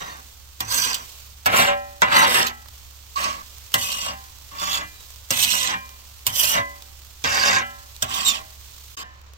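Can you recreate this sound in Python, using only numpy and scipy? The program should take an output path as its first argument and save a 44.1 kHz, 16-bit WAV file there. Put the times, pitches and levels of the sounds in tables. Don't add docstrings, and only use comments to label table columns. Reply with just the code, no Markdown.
import sys
import numpy as np
from scipy import signal
from scipy.fft import rfft, irfft, next_fast_len
from scipy.io import wavfile
from scipy.ndimage import uniform_filter1d, map_coordinates

SR = 44100
rng = np.random.default_rng(int(sys.argv[2]) if len(sys.argv) > 2 else 0)


def waveform_to_disk(signal):
    frames = np.transpose(np.atleast_2d(signal))
    scaled = np.clip(frames, -1, 1) * 32767
    samples = np.round(scaled).astype(np.int16)
    wavfile.write(sys.argv[1], SR, samples)


N = 413216
TIME = np.arange(N) / SR


def amp(db):
    return 10 ** (np.asarray(db) / 20)


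def unit(x):
    return x / np.sqrt(np.mean(x ** 2) + 1e-20)


def unit_energy(x):
    return unit(x) / np.sqrt(x.shape[-1])


def along(points, hz):
    f, v = np.transpose(points)
    return np.interp(np.log(hz + 1), np.log(f + 1), v)


def wobble(rate, size):
    knots = rng.standard_normal(int(size * rate / SR) + 4)
    return map_coordinates(knots, [np.arange(size) * rate / SR])


def bump(t, centre, width):
    return np.exp(-((t - centre) / width) ** 2)


def filtered(x, response):
    m = next_fast_len(x.shape[-1] + 4096, True)
    spectrum = rfft(x, m) * response(np.fft.rfftfreq(m, 1 / SR))
    return irfft(spectrum, m)[..., :x.shape[-1]]


def ring(force, response):
    return signal.fftconvolve(np.atleast_2d(force), np.atleast_2d(response), axes=1)


def coloured(x, spectrum):
    size = 2048
    gain = amp(along(spectrum, np.fft.rfftfreq(size, 1 / SR)))
    cepstrum = irfft(np.log(gain))
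    cepstrum[1:size // 2] *= 2
    cepstrum[size // 2 + 1:] = 0
    return ring(x, irfft(np.exp(rfft(cepstrum))))[:, :x.shape[-1]]


def tilted(x, db_per_octave, pivot_hz=1000):
    return filtered(x, lambda hz: amp(db_per_octave * np.log2(np.clip(hz, 100, 3000) / pivot_hz)))


def resonance(x, hz, width_hz):
    return unit(filtered(x, lambda f: (1j * f * width_hz / (hz * hz - f * f + 1j * f * width_hz)) ** 2))


def paired(x, alike):
    def mid_side(hz):
        turn = np.arccos(np.clip(along(alike, hz), -1, 1)) / 2
        return np.array([np.cos(turn), np.sin(turn)])
    mid, side = filtered(x, mid_side)
    return np.array([mid + side, mid - side])


def burst(t60, size):
    return rng.standard_normal((2, size)) * amp(-60 * np.arange(size) / SR / t60)


def add(track, s, sound):
    room = track[:, max(round(s * SR), 0):][:, :sound.shape[1]]
    room += sound[:, :room.shape[1]]


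# freq_hz, relative_level_db
RUMBLE_SPECTRUM = [(15, 1.5), (35, -5), (52, 5.5), (75, -3.5), (102, 0), (135, -14.5), (220, -20.5),
                   (500, -26), (1500, -19), (5000, -68)]
# freq_hz, likeness (-1..1, no unit)
AIR_LIKENESS = [(60, 0.3), (130, 1), (290, 0.99), (1400, 0.12), (3000, 0)]


def hum(hz=68.7, hum_db=-49.5, rumble_db=-52):
    phase = 2 * np.pi * np.cumsum(hz + 0.48 * wobble(7, N)) / SR
    drone = amp(hum_db) * unit(np.sin(phase) * amp(2.2 * wobble(7, N)))
    noise = rng.standard_normal((2, N))
    air = unit(paired(filtered(noise, lambda f: amp(along(RUMBLE_SPECTRUM, f))), AIR_LIKENESS))
    return drone + amp(rumble_db) * air


# freq_hz, relative_level_db
SIZZLE_SPECTRUM = [(150, -25), (260, -15), (450, -5), (750, -6.5), (1080, -2), (1500, -8.5), (2100, -5),
                   (3200, 0.5), (7300, -2), (8600, -5.5), (10500, -10), (13000, -4), (15500, -4)]
# time_s, level_db (before trim_db)
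HEAT_COURSE = [(0, -42.5), (.5, -48), (1.1, -40), (1.35, -46), (2.6, -46), (3.55, -42.5), (4.3, -44),
               (5.95, -44.5), (7.15, -45.5), (8.93, -43.5)]


def sizzle(far, trim_db=-1.0, crackle_db=-7, rate=900):
    hiss = rng.standard_normal((2, N)) * amp(0.37 * wobble(6.9, N) + 1.2 * wobble(120, N))
    burst_db = 4 * np.minimum(rng.exponential(size=N), 4)
    bursts = (rng.random(N) < rate / SR) * amp(burst_db)
    crackle = ring(bursts * rng.standard_normal((2, N)), burst(0.0029, SR // 100))[:, :N]
    boiling = unit(coloured(hiss + amp(crackle_db) * unit(crackle), SIZZLE_SPECTRUM))
    near = boiling * amp(trim_db + np.interp(TIME, *np.transpose(HEAT_COURSE)))
    distant = coloured(near, [(1500, 0), (3400, -8), (7000, -11), (8600, -18), (13000, -18)])
    return (1 - far) * near + far * distant


def steam(start=4.92, end=5.05, from_hz=4150, to_hz=3720):
    u = np.linspace(0, 1, int((end - start) * SR))
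    hz = (from_hz + (to_hz - from_hz) * u) * (1 + 0.0054 * wobble(190, len(u)))
    level = amp(-51 + 2 * wobble(50, len(u))) * np.sin(np.pi * u)
    whistle = level * np.sin(2 * np.pi * np.cumsum(hz) / SR)
    out = np.zeros((2, N))
    add(out, start, whistle[None])
    return out


# start_s, snap_level_db, body_level_db (levels before trim)
SPITS = [(1.7729, -36, -47), (2.659, -31, -43), (2.685, -26.5, -44), (3.719, -23, -45), (5.104, -26, -61),
         (5.892, -25, -44), (6.8224, -21.5, -52), (7.0186, -29, -55), (7.964, -21, -67), (8.814, -47, -59),
         (9.215, -35, -56), (9.335, -31, -61)]


def pops(snap_trim_db=8, body_trim_db=19):
    out = np.zeros((2, N))
    for s, snap_db, body_db in SPITS:
        snap = unit_energy(coloured(burst(0.017, SR // 20), SIZZLE_SPECTRUM))
        add(out, s, amp(snap_db + snap_trim_db) * snap)
        body = unit_energy(coloured(burst(0.028, SR // 20), PLATE_SPECTRUM))
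        add(out, s, amp(body_db + body_trim_db) * body)
    return out


# freq_hz, likeness (-1..1, no unit)
PLATE_LIKENESS = [(200, 1), (330, -0.029), (520, -0.33), (1500, -0.77), (1900, -0.64), (2300, 0.51),
                  (4000, -0.39)]


def song(modes, gain_db=0, life=1):
    t = np.arange(int(life * SR * 2 / 3)) / SR
    hz, db, t60 = np.transpose(modes)[:, :, None]
    strength = amp(db + gain_db + 2 * rng.standard_normal(hz.shape) - 60 * t / (life * t60))
    phase = 2 * np.pi * (hz * t + rng.random(hz.shape))
    apart = np.arccos(np.clip(along(PLATE_LIKENESS, hz), -1, 1))
    return np.array([np.sum(strength * np.sin(phase + shift), 0) for shift in (0, apart)])


# freq_hz, relative_level_db, t60_s
GRIDDLE_MODES = [(181.9, -1, 0.42), (238.7, -3.5, 0.77), (311.7, -11.5, 1), (388.7, -14.5, 1),
                 (569.5, -4, 1), (664, -6.5, 0.6), (736.4, 0, 0.53), (781.5, 3.5, 0.91), (838, -16, 1),
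                 (1037, 6.5, 0.71), (1092, -12, 0.31), (1170, -5, 0.19), (1334, 3.5, 0.34),
                 (1380, -28, 0.6), (1580, 13, .15), (1618, 7, 0.46), (1740, -6.5, 0.95), (1870, 5, 0.61),
                 (2090, -12, 0.16), (2010.4, 7.5, 0.57), (2070, -4, 0.38), (2280, -30, .3),
                 (2390, 1.5, 0.41), (2453, -12.5, 0.7), (2480, -8, 0.79), (2784, 9.5, 0.28),
                 (3020, 2, 0.44), (3300, 0.5, 0.31), (3717, 10.5, 0.085)]
# freq_hz, relative_level_db
PLATE_SPECTRUM = [(50, -54.5), (100, 4), (170, -16), (260, -6.5), (440, -3.5), (630, 4.5), (790, -6),
                  (900, 6), (1080, 6.5), (1350, 4), (1750, 3.5), (2200, -0.5), (3000, -8.5), (9000, -35)]


def plate(dense_t60):
    modes = unit_energy(song(GRIDDLE_MODES, life=.45))
    clang = coloured(paired(burst(dense_t60, modes.shape[1]), PLATE_LIKENESS), PLATE_SPECTRUM)
    return unit_energy(unit_energy(clang) + amp(-2) * modes)


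# freq_hz, width_hz, relative_level_db
SPATULA_MODES = [(2040, 170, 7.5), (2557, 36, 7), (3220, 144, -8.5), (3560, 87, -6.5), (4430, 290, -3),
                 (4940, 85, -0.5), (5427, 77, -4.5), (5785, 310, 0), (6534, 120, 0), (7360, 120, -4.5),
                 (7580, 76, -3), (8960, 190, -4)]
# freq_hz, relative_level_db
BLADE_SPECTRUM = [(400, -33), (1500, -38), (2400, -8.5), (2900, 8), (4000, 2.5), (6000, -2), (8000, 0),
                  (9500, -17), (11000, -13.5), (14000, -29)]


def blade(dense_db, dense_t60, grip=.01, place_db=1.5):
    t = np.arange(SR // 10) / SR
    hz, width, db = np.transpose(SPATULA_MODES)[:, :, None]
    hz = hz * (1 + grip * rng.standard_normal(hz.shape))
    strength = width * amp(db + place_db * rng.standard_normal(hz.shape)) * np.exp(-np.pi * width * t)
    modes = np.sum(strength * np.sin(2 * np.pi * (hz * t + rng.random((2, *hz.shape)))), 1)
    dense = amp(dense_db) * unit_energy(burst(dense_t60, len(t)))
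    return unit_energy(coloured(unit_energy(modes) + dense, BLADE_SPECTRUM))


# freq_hz, relative_level_db
EDGE_SPECTRUM = [(3000, -40), (8500, -5.5), (11000, -12.5), (12400, -8.5), (14000, -2.5), (15000, -7.5),
                 (16000, -19.5)]


def edge(t60):
    return unit_energy(coloured(burst(t60, SR // 15), EDGE_SPECTRUM))


def slips(size, spread, judder_db):
    sizes = np.exp(spread * rng.standard_normal(size))
    return unit(rng.standard_normal(size) * sizes * amp(judder_db * wobble(330, size)))


def blow(chatter_db, chatter_t60):
    size = SR // 15
    chatter = burst(chatter_t60, size)[0] * slips(size, spread=.5, judder_db=3)
    force = amp(chatter_db) * unit_energy(chatter)
    force[0] += 1
    return unit_energy(force)


def ploughing(rustle_trim_db=-29, lead=.016, thud_db=-47, thud_t60=.35):
    out = np.zeros((2, N))
    size = int(lead * SR)
    for s, db, _, _ in LANDINGS:
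        rustle = unit(coloured(rng.standard_normal((2, size)), SIZZLE_SPECTRUM)) * np.linspace(0, 1, size)
        add(out, s - lead, amp(db + rustle_trim_db) * rustle)
        add(out, s, amp(thud_db) * resonance(burst(thud_t60, SR // 4)[:1], hz=107, width_hz=37))
    return out


# start_s, level_db, first_note_hz, second_note_hz, third_note_hz
LIFT_OFFS = [(1.67, -20.5, 572.5, 782, 1335), (2.48, -36, 1320, 1960, 845), (4.11, -39.5, 1039, 1630, 786),
             (4.80, -37.5, 1039, 2390, 1710), (5.725, -32, 1047, 2390, 786),
             (6.55, -26.5, 2007, 1039, 2040), (7.611, -29, 1333, 1039, 1650),
             (8.36, -44.5, 1106, 638, 1620), (9.025, -41.5, 1800, 1035, 1760)]
NOTE_STEP_DB, NOTE_T60_S, OTHER_MODES_DB = 3, 0.56, -15


def lifts(swell_s=0.011, bass_hz=450, bass_db_per_octave=6):
    out = np.zeros((2, N))
    octaves_below = np.maximum(np.log2(bass_hz / np.array(GRIDDLE_MODES)[:, :1]), 0)
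    for s, db, *notes_hz in LIFT_OFFS:
        notes = [(hz, -NOTE_STEP_DB * rank, NOTE_T60_S) for rank, hz in enumerate(notes_hz)]
        tail = song(notes) + song(GRIDDLE_MODES, OTHER_MODES_DB - bass_db_per_octave * octaves_below)
        swell = 1 - np.exp(-np.arange(tail.shape[1]) / SR / swell_s)
        add(out, s, amp(db) * tail * swell)
    return out


# start_s, level_db (before trim)
SNAGS = [(0.837, -9), (0.943, -6), (1.5705, -23), (2.4663, -6.5), (3.918, -11), (4.596, -19.5), (5.435, -2),
         (6.438, -5), (8.2736, -19), (8.282, -10)]


def catches(blade_trim_db=11, edge_trim_db=4):
    out = np.zeros((2, N))
    for s, db in SNAGS:
        force = blow(chatter_db=21, chatter_t60=0.075)
        add(out, s, amp(db + blade_trim_db) * ring(force, blade(dense_db=-1, dense_t60=.035)))
        add(out, s, amp(db + edge_trim_db) * ring(force, edge(t60=0.0084)))
    return out


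# start_s, blade_level_db, plate_level_db, edge_level_db (levels before trim)
LANDINGS = [(0.6044, -13.5, -27, -27.5), (1.459, -9, -13, -23), (2.019, -7.5, -12, -44),
            (3.7405, -4.5, -17, -17), (5.3062, -6.5, -23, -20), (6.2663, -6.5, -28.5, -15.5),
            (7.24, -14, -22, -47), (8.0229, -8.5, -25.5, -22)]


def clacks(plate_trim_db=31, blade_trim_db=15, edge_trim_db=25, crack_trim_db=8):
    out = np.zeros((2, N))
    for s, blade_db, plate_db, tip_db in LANDINGS:
        force = blow(chatter_db=9, chatter_t60=0.053)
        crack = unit_energy(coloured(burst(0.0055, SR // 50), SIZZLE_SPECTRUM))
        add(out, s, amp(blade_db + crack_trim_db) * crack)
        add(out, s, amp(plate_db + plate_trim_db) * ring(force, plate(dense_t60=0.14)))
        add(out, s, amp(blade_db + blade_trim_db) * ring(force, blade(dense_db=-6.0, dense_t60=0.041)))
        add(out, s, amp(tip_db + edge_trim_db) * ring(force, edge(t60=0.023)))
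    return out


def bent(x, bend, sag=.04):
    size = x.shape[1]
    drift = np.cumsum(bend * wobble(11, size) + sag * np.linspace(.5, -.5, size))
    fine = signal.resample_poly(x, 4, 1, axis=1)
    return np.array([np.interp(4 * (np.arange(size) + drift), np.arange(4 * size), side) for side in fine])


def patchy(x, depth_db):
    z = signal.stft(x, nperseg=256)[2]
    field = uniform_filter1d(rng.standard_normal(z.shape[1:]), size=3, axis=0)
    field = uniform_filter1d(field, size=9, axis=1)
    return unit(signal.istft(z * amp(depth_db * unit(field)))[1][:, :x.shape[1]])


PADDED_DB, BARE_DB, PADDED_TILT, BARE_TILT = -40.5, -33.5, -0.81, 0.67


def padded(force, press_db):
    bare = np.clip((press_db - PADDED_DB) / (BARE_DB - PADDED_DB), 0, 1)
    return (1 - bare) * tilted(force, PADDED_TILT) + bare * tilted(force, BARE_TILT)


STALL_S, SURGE_S, LEVER_S, LEVER_BEFORE_END_S = 0.051, 0.043, 0.069, 0.038
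PLATE_PER_SPEED, EDGE_PER_SPEED = 0.53, 1.47
CLOG_DB_PER_S = 22
SETTLE_DB, SETTLE_S = 2, 0.023
PLATE_FALL_DB, BLADE_FALL_DB, EDGE_FALL_DB = 7.5, 27, 28


def gesture(t, length, release, stall_s, stall_db, surge_s, surge_db, lever_db):
    speed_db = surge_db * bump(t, surge_s, SURGE_S) - stall_db * bump(t, stall_s, STALL_S)
    levering_db = lever_db * bump(t, length - LEVER_BEFORE_END_S, LEVER_S)
    weight_db = SETTLE_DB * np.exp(-t / SETTLE_S) + levering_db
    letting_go = np.clip(1 + (t - length) / release, 0, 1)
    plate_course = PLATE_PER_SPEED * speed_db + weight_db - PLATE_FALL_DB * letting_go ** 2
    blade_course = speed_db - BLADE_FALL_DB * letting_go ** 2
    edge_course = EDGE_PER_SPEED * speed_db - CLOG_DB_PER_S * t - EDGE_FALL_DB * letting_go
    return plate_course, blade_course, edge_course


# start_s, length_s, release_s, stall_s, stall_db, surge_s, surge_db,
# plate_level_db, lever_extra_db, blade_level_db, edge_level_db,
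# hollow_db, squeal_hz, squeal_db, left_minus_right_db
PUSHES = [ (0.0,   0.21,   0.15,  .05,  7,   .029, 5,   -38.5,   -6,  -42, -76,   -3,  1890, -1.5,    0),
          (0.615, 0.43, 0.2, 0.032,  20,  0.12, 1.5,   -34,   -5,  -24.5, -24.5,   -6,  1580, -15,   0.5),
          (1.47,  0.27, 0.08, 0.011,  12,   0.11, 7, -21.5,   -1.5,  -29.5, -32.5,   -13, 1360, -27,    1.5),
          (2.029,  0.25,  0.026,  0.037, 21,  .16,  5,   -18,   -2.5,   -25.5, -31.5, -14,  1910, -5,    5.5),
          (2.263, 0.25, .11,  .0,   4.5,   0.098,  2, -22.5,   -8.5, -23.5, -26.5,  -18, 2530, -22,    3),
          (3.155, 0.27,  0.21,   .0,   6,   .07,  4,   -33.5, -9,  -32,   -39.5,   7,   2650, -14,    -3),
          (3.747,  0.4, 0.084, 0.015,  4.5,   0.065, 3.5,   -42,   7,   -29.5, -33,   2,   2950, -7.5,    2),
          (4.51,  0.34, 0.082, 0.034, 21,  0.23, 6, -36,   1,   -31,   -39.5, 3,   3410, -7,    -0.5),
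          (5.318, 0.45, 0.12, 0.046, 4.5,   0.095, 5,   -37,   12.5,  -24.5,   -27.5,   -21, 2943, -8,    -1),
          (6.28, .34,  0.1,  0.027, 13,  .129, 0.5,   -35, 11,  -24, -22,   -10, 2920, -5,    -0.5),
          (7.241, 0.39, 0.081, 0.015, 6,   .22,  3, -25, 2.5,   -25.5,   -38, -16, 2630, -7.5,    1.5),
          (8.034, 0.39,  0.097,  0.032, 12.5,  0.12, 3.5, -37, -5,  -29, -37.5,   2,   2640, -19,    -3),
          (8.245, 0.092, 0.051,  .0,   8.5,  0.045, 6,   -45,   -1,  -24.5,   -30.5,   6,   3613, 2.5,     -1.5),
          (8.967, .072, 0.011,  .001, -3,   .047, -0.5,   -46,   0.5,   -37.5, -51,   4.5,   1770, -20.5,   1.5),
          ]


def scrapes(plate_trim_db=4.0, blade_trim_db=0, edge_trim_db=1, hollow_hz=1120, octave_db=-2, lift=0.0062,
            waver_db=0.75, tremor_db=1.23):
    out = np.zeros((2, N))
    for (start, length, *motion, press_db, lever_db, rasp_db, hiss_db,
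         hollow_db, squeal_hz, squeal_db, pan_db) in PUSHES:
        size = int(length * SR)
        t = np.arange(size) / SR
        contact = np.clip(t / lift, 0, 1) * np.clip((length - t) / lift, 0, 1)
        hand = contact * amp(waver_db * wobble(44.7, size) + tremor_db * wobble(138.6, size))
        plate_course, blade_course, edge_course = gesture(t, length, *motion, lever_db)
        press = hand * amp(press_db + plate_course)
        rasp = hand * amp(rasp_db + blade_course)
        hiss = hand * amp(hiss_db + edge_course)
        plate_force = padded(slips(size, spread=0.41, judder_db=3.5), press_db + plate_course)
        grind = ring(press * plate_force, plate(dense_t60=0.11))
        force = slips(size, spread=0.74, judder_db=0.5)
        rung = ring(force, blade(dense_db=-1, dense_t60=.04))[:, :size]
        scratch = patchy(bent(rung, bend=.014), depth_db=3.3)
        shine = patchy(ring(force, edge(t60=0.0096))[:, :size], depth_db=0.5)
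        sides = np.array([force, slips(size, spread=0.6, judder_db=2.5)])
        hollow = amp(hollow_db) * resonance(paired(sides, PLATE_LIKENESS), hollow_hz, width_hz=98)
        octave = amp(octave_db) * resonance(sides, 2 * squeal_hz, width_hz=123)
        overtones = resonance(sides, squeal_hz, width_hz=77) + octave
        squeal = amp(squeal_db) * bent(overtones, bend=0.018)
        steel = amp(blade_trim_db) * rasp * (scratch + squeal)
        steel = steel + amp(edge_trim_db) * hiss * shine + press * hollow
        add(out, start, amp(plate_trim_db) * grind)
        add(out, start, steel * amp([[pan_db / 2], [-pan_db / 2]]))
    return out


# freq_hz, left_minus_right_db
STEREO_BALANCE = [(60, -2), (200, -3), (600, -.5), (1400, -1.5), (2300, -1.5), (4400, -5.5), (7800, -7.5),
                  (10300, -2.5), (13500, -7.5)]
CUT = 8.963


def scene():
    far = np.clip((TIME - CUT) * SR, 0, 1)
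    dip = np.clip((np.abs(TIME - CUT + 0.0015) - .005) / 0.011, 0, 1)
    spatula = ploughing() + clacks() + scrapes() + catches() + lifts()
    mix = spatula + pops() + steam() + dip * (sizzle(far) + hum())
    return filtered(mix, lambda hz: amp(np.array([[.5], [-.5]]) * along(STEREO_BALANCE, hz)))


TOP_HZ = 15850


def record(dry):
    return filtered(np.clip(dry, -1, 1), lambda hz: hz < TOP_HZ)


dry = scene()
out = record(dry)
waveform_to_disk(out)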